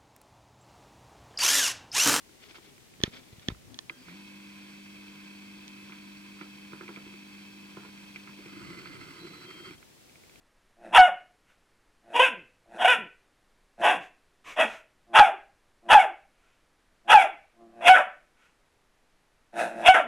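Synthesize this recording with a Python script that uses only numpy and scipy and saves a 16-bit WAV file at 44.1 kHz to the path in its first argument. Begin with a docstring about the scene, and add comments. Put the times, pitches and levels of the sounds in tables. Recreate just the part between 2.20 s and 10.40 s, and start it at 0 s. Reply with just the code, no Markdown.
"""A quiet forest road, heard by the two microphones of a hand-held camera. Fingers snap and rub the plastic
shell: decaying modes and grainy noise. A stepper motor then hums in multiples of its step rate while the lens
barrel slides, ticks and, near the end of its travel, grinds: noise and soft blows through resonances, and a
groan of short low tones. A second small motor whistles briefly in steady tones. A little low wind noise,
with a rumble during the grind, and microphone hiss, all shaped noise, lie under it all."""
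import sys
import numpy as np
from scipy import signal
from scipy.fft import rfft, irfft
from scipy.io import wavfile
from scipy.ndimage import uniform_filter1d

SR = 44100
rng = np.random.default_rng(int(sys.argv[2]) if len(sys.argv) > 2 else 0)


def transcribe(signal):
    """Save signal, clipped to [-1, 1], as a 16-bit WAV file at the path in sys.argv[1]."""
    frames = np.atleast_2d(signal).T
    limited = np.clip(frames, -1, 1)
    pcm = np.round(limited * 32767).astype(np.int16)
    wavfile.write(sys.argv[1], SR, pcm)


N = 361619
T = np.arange(N) / SR
RING_T = np.arange(4096) / SR  # time axis of one struck sound, s
SIDE = np.array([[.5], [-.5]])  # left and right share of a level difference

# Lens barrel resonances. Each row: centre in Hz, width in Hz, then relative levels in dB when sliding,
# when grinding and when ticked.
BARREL_MODES = [(170, 90, -12, -3, -2), (330, 100, -15, 0, 3), (1010, 150, -17, -13, -8),
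                (1360, 260, -22, -8, -5), (1600, 250, -17, -10, -7), (2070, 90, -14, -1, -11),
                (2350, 230, -11, -10, 1), (2600, 250, -10, -11, -5), (3190, 240, -15, -14, -8),
                (4010, 200, -20, -20, -14), (4450, 300, -19, -10, -14), (5680, 250, -22, -22, -20),
                (7700, 400, -30, -20, -26)]
LOW_MODE_TOP_HZ = 500  # barrel modes below this form its low body
SLIDE_S = (1.7, 7.57)  # the barrel slides from, to


def undb(db):
    """Decibels to gain."""
    return 10 ** (np.asarray(db) / 20)


def level(x, rms_db):
    """Scale to an rms level."""
    return x * undb(rms_db) / np.sqrt(np.mean(x ** 2))


def curve(rows, col):
    """One column of a table over time; -120 dB outside it."""
    rows = np.array(rows)
    return np.interp(T, rows[:, 0], rows[:, col], left=-120, right=-120)


def on_log_axis(table, col):
    """One column of a frequency table at every spectrum bin, interpolated over log frequency."""
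    hz = np.maximum(np.arange(N // 2 + 1) * SR / N, 1)
    table = np.array(table)
    return np.interp(np.log(hz), np.log(table[:, 0]), table[:, col])


def swell(t0, t1, rise_s, fall_s):
    """Gain that rises linearly from t0, holds, and has faded by t1."""
    rise = (T - t0) / rise_s
    fall = (t1 - T) / fall_s
    return np.clip(np.minimum(rise, fall), 0, 1)


def band(x, hz, width_hz):
    """One resonance, gain 1 at the centre."""
    return signal.lfilter(*signal.iirpeak(hz, hz / width_hz, fs=SR), x)


def walk(rate_hz):
    """Random levels held 1 / rate_hz seconds and slewed; spread somewhat under 1."""
    k = int(SR / rate_hz)
    held = np.repeat(rng.standard_normal(N // k + 1), k)
    return uniform_filter1d(held, k)[:N]


def grit(scatter_db, grains_per_s):
    """Noise whose strength wanders from grain to grain."""
    return rng.standard_normal(N) * undb(scatter_db * walk(grains_per_s))


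def ring(hz, t60_s, rise_s, phase):
    """A decaying mode with a soft start."""
    onset = 1 - np.exp(-RING_T / rise_s)
    decay = np.exp(-np.log(1000) * RING_T / t60_s)
    return onset * decay * np.sin(2 * np.pi * hz * RING_T + phase)


def add(out, start_s, x):
    """Mix in a short sound at its start time."""
    i = int(start_s * SR)
    out[..., i:i + x.shape[-1]] += x[..., :out.shape[-1] - i]


def ports(x):
    """Shell paths from one source to the two ports: level and phase differences by frequency."""
    # Each row: Hz, left minus right in dB, left lead in radians.
    paths = [(170, 1.5, -0.32), (534, -1.5, -0.45), (1160, -5.5, 0.71), (1250, -21, -2.3),
             (1550, -8.5, 1.54), (2150, -7, 1.48), (2690, 0.5, 1.85), (3400, 8.5, 1.57), (3500, 17, 2.4),
             (3640, -9.5, -0.6), (4050, -9.5, -2), (3990, -0.5, 0.99), (4900, 3.5, 1.24), (5350, 1, 2.37),
             (7600, 7, -2.5)]
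    half = undb(on_log_axis(paths, 1) / 2) * np.exp(.5j * on_log_axis(paths, 2))
    spectrum = rfft(x)
    return np.array([irfft(spectrum * half, N), irfft(spectrum / half, N)])


def shell_strikes():
    """Finger snaps, and one sharp lens tick at 3.48 s, ring the decaying modes of the shell."""
    # Each row: start in s, strength in dB, treble tilt in dB per octave, middle modes relative in dB.
    hits = [(0.8025, -30.5, -6, -4.5), (0.8143, -24, -2.5, -4), (0.8361, 3.5, 2.5, -2.5),
            (1.1957, -32, -1, -2.5), (1.2847, -4.5, 0, -2.5), (1.5434, -22.5, 4, -6),
            (1.5891, -7.5, 0.5, -11.5), (3.4795, -21, 5.5, -10)]
    # Each row: Hz, relative level in dB, t60 in s, left minus right in dB, left lead in radians.
    shell_modes = [(810, -25, 0.0089, -4, 4.4), (1100, -25, 0.013, -10, 10), (1790, -17, 0.02, -6.5, 5),
                   (2560, -19, 0.014, -5, 4), (3216, -15, .014, -4.5, 7.5), (3427, -2.5, 0.0078, -3.5, 1.5),
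                   (4180, -10.5, 0.0075, -1.5, 10), (4850, -13.5, 0.0051, -1, 1.5),
                   (5980, -7.5, 0.0038, 3, 2.06), (8940, -30.5, 0.0059, -6, 17),
                   (12100, -26, 0.0019, -1, -5)]
    out = np.zeros((2, N))
    for start_s, db, tilt_db, middle_db in hits:
        for hz, mode_db, t60_s, pan_db, lead in shell_modes:
            left = undb(pan_db / 2) * ring(hz, t60_s, 0.0012, lead)
            right = undb(-pan_db / 2) * ring(hz, t60_s, 0.00071, 0)
            gain_db = db + mode_db + tilt_db * np.log2(hz / 3500)
            if 1500 < hz < 3700:
                gain_db += middle_db
            add(out, start_s, undb(gain_db) * np.array([left, right]))
    return out


def bumps():
    """The whole body thuds in the hand, a low mode plus a hollow knock."""
    # Each row: start in s, strength in dB, thud in Hz, hollow knock relative in dB, 1 pushed in or -1 let go.
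    hits = [(.803, -27.5, 185, 6, 1), (0.8372, -4, 203, 1.5, 1), (0.878, -20, 175, 0, 1),
            (1.128, -32.5, 107, 4, 1), (1.183, -33, 135, -8, 1), (1.286, -6.5, 214, -21, -1),
            (1.301, -25, 70.5, 5, 1), (1.3198, -22, 104, -4, 1)]
    knock = ring(340, 0.013, 0.0063, 0)
    out = np.zeros((2, N))
    for start_s, db, hz, knock_db, sign in hits:
        thud = ring(hz, 2.14 / hz, 0.0014, 0) + undb(knock_db) * knock
        add(out, start_s, np.sign(sign) * undb(db + SIDE) * thud)
    return out


def move(t0, t1):
    """One hand movement swells, holds and fades in fixed shares of its length."""
    return swell(t0, t1, 0.2 * (t1 - t0), 0.35 * (t1 - t0))


def rubs():
    """Skin scuffs over the shell: grainy noise through broad resonances."""
    # Each row: start in s, end in s, level in dB, left minus right in dB.
    strokes = [(0.192, 0.39, -57.5, 6), (.345, 0.404, -56.5, 5), (0.414, 0.52, -59.5, 6.5),
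               (0.813, 0.908, -51.5, -1), (0.908, 1.017, -52.5, 3), (1.014, 1.23, -62.5, 3),
               (1.213, 1.307, -59, 3), (1.272, 1.338, -53.5, -2)]
    # Rub colour. Each row: centre in Hz, width in Hz, relative level in dB.
    colour = [(1240, 2700, -3.5), (2290, 390, 8.5), (3330, 1200, -0.5), (5460, 2300, -5.5)]
    skin = grit(3.9, 140)
    scuff = sum((-1) ** k * undb(db) * band(skin, hz, width_hz)
                for k, (hz, width_hz, db) in enumerate(colour))
    gain = sum(move(t0, t1) * undb(db + SIDE * pan_db) for t0, t1, db, pan_db in strokes)
    return ports(level(scuff, 0)) * gain


def grip():
    """The shifting grip rumbles dully: narrow low bands of noise, partly its own at each port."""
    # Each row: start in s, end in s, level in dB, centre in Hz.
    shifts = [(0.046, .2, -62.5, 288), (0.177, 0.424, -61.5, 285), (.44, .6, -66, 265),
              (.66, .72, -65, 242), (.76, .81, -71, 209), (.91, 1.036, -54, 300), (1.1, 1.253, -60, 130),
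              (1.255, 1.31, -56, 207), (1.31, 1.404, -54, 75), (1.4, 1.606, -55, 89),
              (1.49, 1.58, -54.5, 219), (1.594, 1.69, -63, 250)]
    shared = grit(5.9, 29.54)
    moves = np.array([move(t0, t1) for t0, t1, _, _ in shifts])
    _, _, db, centre_hz = np.transpose(shifts)
    out = np.zeros((2, N))
    for hz in (58.6, 112, 248, 390):
        pair = np.array([band(0.21 * shared + grit(3.4, 29.86), hz, 0.11 * hz) for _ in range(2)])
        octaves_off = abs(np.log2(centre_hz / hz))
        gain = undb(db - 15.0 * octaves_off) @ moves
        out += level(pair, 0) * gain * undb(SIDE * 4.8)
    return out


def stepper():
    """Motor hum: sines at multiples of the step rate, most of them wavering in level."""
    # Each row: multiple of the step rate, rms level in dB before waver and sag.
    partials = [(1, -75), (1.5, -76), (2, -52), (2.5, -72), (3, -58), (3.5, -71), (4, -80), (10, -78),
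                (16, -79), (21, -75.5), (22, -68), (23, -69), (24, -71), (25, -67), (25.5, -76),
                (26, -61.5), (27, -79), (28, -78), (30, -80), (31, -75.5), (32, -76), (33, -79), (34, -82),
                (35, -79), (40, -76), (41, -83), (44, -76), (45, -76), (46, -83), (48, -78.5), (49, -82),
                (57, -83), (78, -88)]
    # Step rate, reached through one slower stage and left the same way. Each row: time in s, rate in Hz.
    step_rate = [(1.85, 87.5), (1.93, 87.5), (1.95, 100), (6.47, 100), (6.49, 90), (6.7, 90)]
    run_s, rise_s, fall_s = (1.86, 6.62), .02, 0.075
    sag_from_s, sag_db_per_s = 4.9, -1.64  # the hum weakens as the lens travels out
    s, hz = np.transpose(step_rate)
    turns = np.cumsum(np.interp(T, s, hz)) / SR
    out = np.zeros(N)
    for multiple, db in partials:
        depth_db = .4 if multiple in (1, 2, 3) else 2.4
        waver_db = depth_db * (.5 * walk(6) + walk(40))
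        out += undb(db + waver_db) * np.sin(2 * np.pi * (multiple * turns + rng.random()))
    sag_db = sag_db_per_s * np.maximum(T - sag_from_s, 0)
    return np.sqrt(2) * out * undb(sag_db) * swell(*run_s, rise_s, fall_s)


def slide():
    """Smooth friction noise shakes the barrel's resonances, with a hollow in the treble."""
    smooth = grit(1.5, 150)
    out = sum((-1) ** k * undb(slide_db) * band(smooth, hz, width_hz)
              for k, (hz, width_hz, slide_db, _, _) in enumerate(BARREL_MODES))
    out = out - .6 * band(out, 2910, 220)  # the sliding barrel hardly sounds here
    return level(out, -55) * swell(*SLIDE_S, 0.18, 0.039)


def grind():
    """Lumpy friction noise shakes the barrel; the rattle throbs once a gear turn, ever deeper."""
    # Each row: time in s, rattle level in dB before the throb, low body level in dB.
    levels = [(6.2, -64, -67), (6.4, -53.5, -58), (6.5, -51.5, -54.5), (6.68, -53.5, -53.5),
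              (6.77, -53.5, -56.5), (6.95, -54, -57), (7.02, -56, -51), (7.25, -55, -54),
              (7.4, -55.5, -53.5), (7.52, -52, -54.5), (7.56, -75, -69)]
    gear_turn_s = .08  # eight motor steps
    throb_peak_s, throb_from_s, throb_db_per_s = 6.67, 6.1, 4
    lumpy = grit(2.0, 200)
    low = sum(undb(grind_db) * band(band(lumpy, hz, width_hz), hz, width_hz)
              for hz, width_hz, _, grind_db, _ in BARREL_MODES[:2])
    rattle = sum((-1) ** k * undb(grind_db) * band(lumpy, hz, width_hz)
                 for k, (hz, width_hz, _, grind_db, _) in enumerate(BARREL_MODES[2:]))
    depth_db = throb_db_per_s * np.maximum(T - throb_from_s, 0)
    throb_db = depth_db * np.cos(2 * np.pi * (T - throb_peak_s) / gear_turn_s)
    return level(rattle, 0) * undb(curve(levels, 1) + throb_db) + level(low, 0) * undb(curve(levels, 2))


def groan():
    """Each jolt of the grind swells into a short low tone that sags in pitch."""
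    # Each row: jolt in s, peak in dB, nominal pitch in Hz.
    surges = [(6.322, -49, 285), (6.366, -42.5, 304), (6.406, -46, 347), (6.463, -52, 363),
              (6.502, -42, 327), (6.576, -49, 336), (6.628, -43, 339), (6.663, -43, 337),
              (6.699, -44.5, 289), (6.821, -50, 278), (6.862, -53, 380), (6.902, -49, 283),
              (6.981, -49, 339), (7.042, -45, 355), (7.1, -46, 322), (7.161, -52, 307), (7.192, -48.5, 350),
              (7.285, -46, 372), (7.398, -48, 355), (7.467, -45.5, 375), (7.504, -48, 323)]
    length_s, lead_s, sag_share = 0.04, 0.0099, .1  # starts lead_s before the jolt
    t = np.arange(int(length_s * SR)) / SR
    hump = np.sin(np.pi * t / length_s) ** 2
    out = np.zeros(N)
    for jolt_s, db, hz in surges:
        turns = hz * t * (1 + sag_share * (.5 - .5 * t / length_s))
        add(out, jolt_s - lead_s, undb(db) * hump * np.sin(2 * np.pi * (turns + rng.random())))
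    return out


def ticks():
    """A soft blow and a short loose rattle ring the barrel, most near the tick's own brightest pitch."""
    # Each row: start in s, strength in dB, brightest pitch in Hz, low body strength in dB.
    hits = [(0.092, -41.5, 1290, -53), (.241, -49, 3180, -73), (0.309, -36, 2600, -48),
            (.344, -36, 1500, -65), (0.354, -33.5, 1600, -57), (0.383, -36, 1000, -45.5),
            (0.474, -50, 2640, -53), (.579, -42, 2090, -56), (.737, -40, 2700, -63),
            (1.302, -27, 1140, -55), (1.316, -39, 1100, -53), (1.347, -38, 1150, -53),
            (1.369, -48, 1400, -62), (1.696, -16.5, 2570, -60), (1.697, -23.5, 1600, -70),
            (1.703, -34.5, 1440, -41.5), (1.883, -34, 1550, -43), (1.912, -46, 1500, -48),
            (1.931, -52, 1500, -54), (3.562, -38, 1500, -55), (3.596, -48, 1500, -62),
            (3.696, -33, 1100, -49), (3.721, -28.5, 2380, -57), (3.73, -33, 1100, -59),
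            (4.189, -35, 1400, -54), (4.211, -24, 1560, -38), (4.234, -54, 1200, -54),
            (4.52, -32.5, 2320, -44), (4.532, -26, 1140, -37), (4.609, -25.5, 1280, -35.5),
            (4.633, -40, 1200, -46), (4.679, -26.5, 2330, -53), (4.69, -26.5, 1040, -36.5),
            (4.76, -29.5, 2370, -51), (4.771, -31, 1220, -37), (4.864, -40, 1210, -47),
            (4.939, -35, 2040, -43), (5.57, -26.5, 1030, -36), (5.633, -33, 1100, -51),
            (5.649, -31.5, 1000, -41), (5.959, -26, 2280, -45.5), (6.074, -30, 1580, -55),
            (6.092, -34, 1000, -48), (6.188, -39, 1190, -43), (6.259, -34, 2070, -39),
            (6.657, -27.5, 1480, -50), (7.508, -32.5, 2400, -41), (7.627, -35, 1670, -68),
            (7.858, -53, 2100, -69), (7.895, -43, 2500, -65), (7.956, -41.5, 2220, -65),
            (7.997, -50, 2200, -66), (8.036, -42, 2100, -65), (8.075, -56, 2200, -69),
            (8.095, -42, 2300, -67), (8.137, -50, 2200, -64), (8.157, -37, 2900, -64)]
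    focus_db_per_octave = 13  # fall away from the brightest pitch
    blows = []
    for k, (hz, width_hz, *_) in enumerate(BARREL_MODES):
        if hz < LOW_MODE_TOP_HZ:  # the low body answers later and rings longer
            blows.append(ring(hz, .045, .002, 0))
        else:
            blows.append((-1) ** k * ring(hz, 2.54 / width_hz, .0015, 0))
    out = np.zeros(N)
    for start_s, db, bright_hz, low_db in hits:
        moving = SLIDE_S[0] < start_s < SLIDE_S[1]
        decay_s = 34.6 / bright_hz if moving else 0.0032  # a moving barrel rattles longer
        rattle = rng.standard_normal(len(RING_T)) * np.exp(-RING_T / decay_s)
        for blow, (hz, width_hz, _, _, mode_db) in zip(blows, BARREL_MODES):
            if hz < LOW_MODE_TOP_HZ:
                gain_db, loose_db = low_db, -20
            else:
                gain_db, loose_db = db - focus_db_per_octave * abs(np.log2(hz / bright_hz)), -24
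            loose = band(band(rattle, hz, 1.63 * width_hz), hz, 1.63 * width_hz)
            loose = loose * np.sqrt(SR / width_hz)  # makes up for the narrow band
            add(out, start_s, undb(gain_db + mode_db) * (blow + undb(loose_db) * loose))
    return signal.sosfilt(signal.butter(2, 123, "high", fs=SR, output="sos"), out)


def whistles():
    """The second motor: short tones of steady pitch that waver slightly in level."""
    # Each row: start in s, end in s, Hz, rms level in dB before the waver.
    tones = [(1.713, 1.79, 3200, -67), (1.707, 1.79, 1600, -68), (1.695, 1.72, 4800, -66),
             (1.775, 1.85, 4800, -66), (1.757, 1.83, 250, -59), (6.739, 6.952, 2700, -66),
             (6.99, 7.268, 4000, -61), (6.99, 7.268, 4100, -63.5), (7.255, 7.5, 3200, -57),
             (7.26, 7.5, 3100, -68), (7.49, 7.548, 3200, -63), (7.572, 7.594, 3200, -64)]
    out = np.zeros(N)
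    for t0, t1, hz, db in tones:
        gain = swell(t0, t1, .0071, .0071) * undb(db + 1.5 * walk(40))
        out += gain * np.sqrt(2) * np.sin(2 * np.pi * hz * T)
    return out


def wind_and_rumble():
    """Low wind noise, with a rumble during the grind, unrelated at the two ports."""
    # Each row: time in s, level in dB.
    low_noise = [(0, -68.5), (1.5, -57), (2.5, -78), (3.3, -69), (6.25, -63), (6.4, -51.5), (6.85, -54.5),
                 (7.0, -66), (7.55, -61), (7.65, -62.5), (8.2, -64)]
    hz, width_hz = 140, 200
    pair = [level(band(band(grit(3.0, 14), hz, width_hz), hz, width_hz), 0) for _ in range(2)]
    return np.array(pair) * undb(curve(low_noise, 1))


def air_and_hiss():
    """Steady forest air and microphone hiss: shaped noise, unrelated at the two ports."""
    # Each row: Hz, relative density in dB.
    colour = [(18, -32), (30, -1), (157, -11), (328, -4.5), (374, -4.5), (426, -6), (486, -8.5),
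              (600, -11.5), (844, -12.5), (1280, -16), (2170, -12.5), (8080, -18), (16000, -25.5)]
    # Each row: Hz, left minus right in dB.
    balance = [(60, 6), (400, 3), (800, 6.5), (2000, 1.5), (8000, 0)]
    pair = []
    for side in (.5, -.5):
        gain = undb(on_log_axis(colour, 1) + side * on_log_axis(balance, 1))
        pair.append(irfft(rfft(rng.standard_normal(N)) * gain, N))
    return level(np.array(pair), -57.5)


def scene():
    """Most lens sounds take the shell paths to the ports; the other layers bring their own two channels."""
    lens = stepper() + slide() + grind() + groan() + ticks() + whistles()
    shell = shell_strikes() + bumps() + rubs() + grip()
    return shell + ports(lens) + wind_and_rumble() + air_and_hiss()


def record(dry):
    """The microphones thin out the deepest bass; the recorder cuts the top."""
    low_cut_hz, top_hz = 45, 15800
    thinned = signal.sosfilt(signal.butter(2, low_cut_hz, "high", fs=SR, output="sos"), dry)
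    return signal.sosfilt(signal.ellip(10, .2, 80, top_hz, fs=SR, output="sos"), thinned)


dry = scene()
out = record(dry)
transcribe(out)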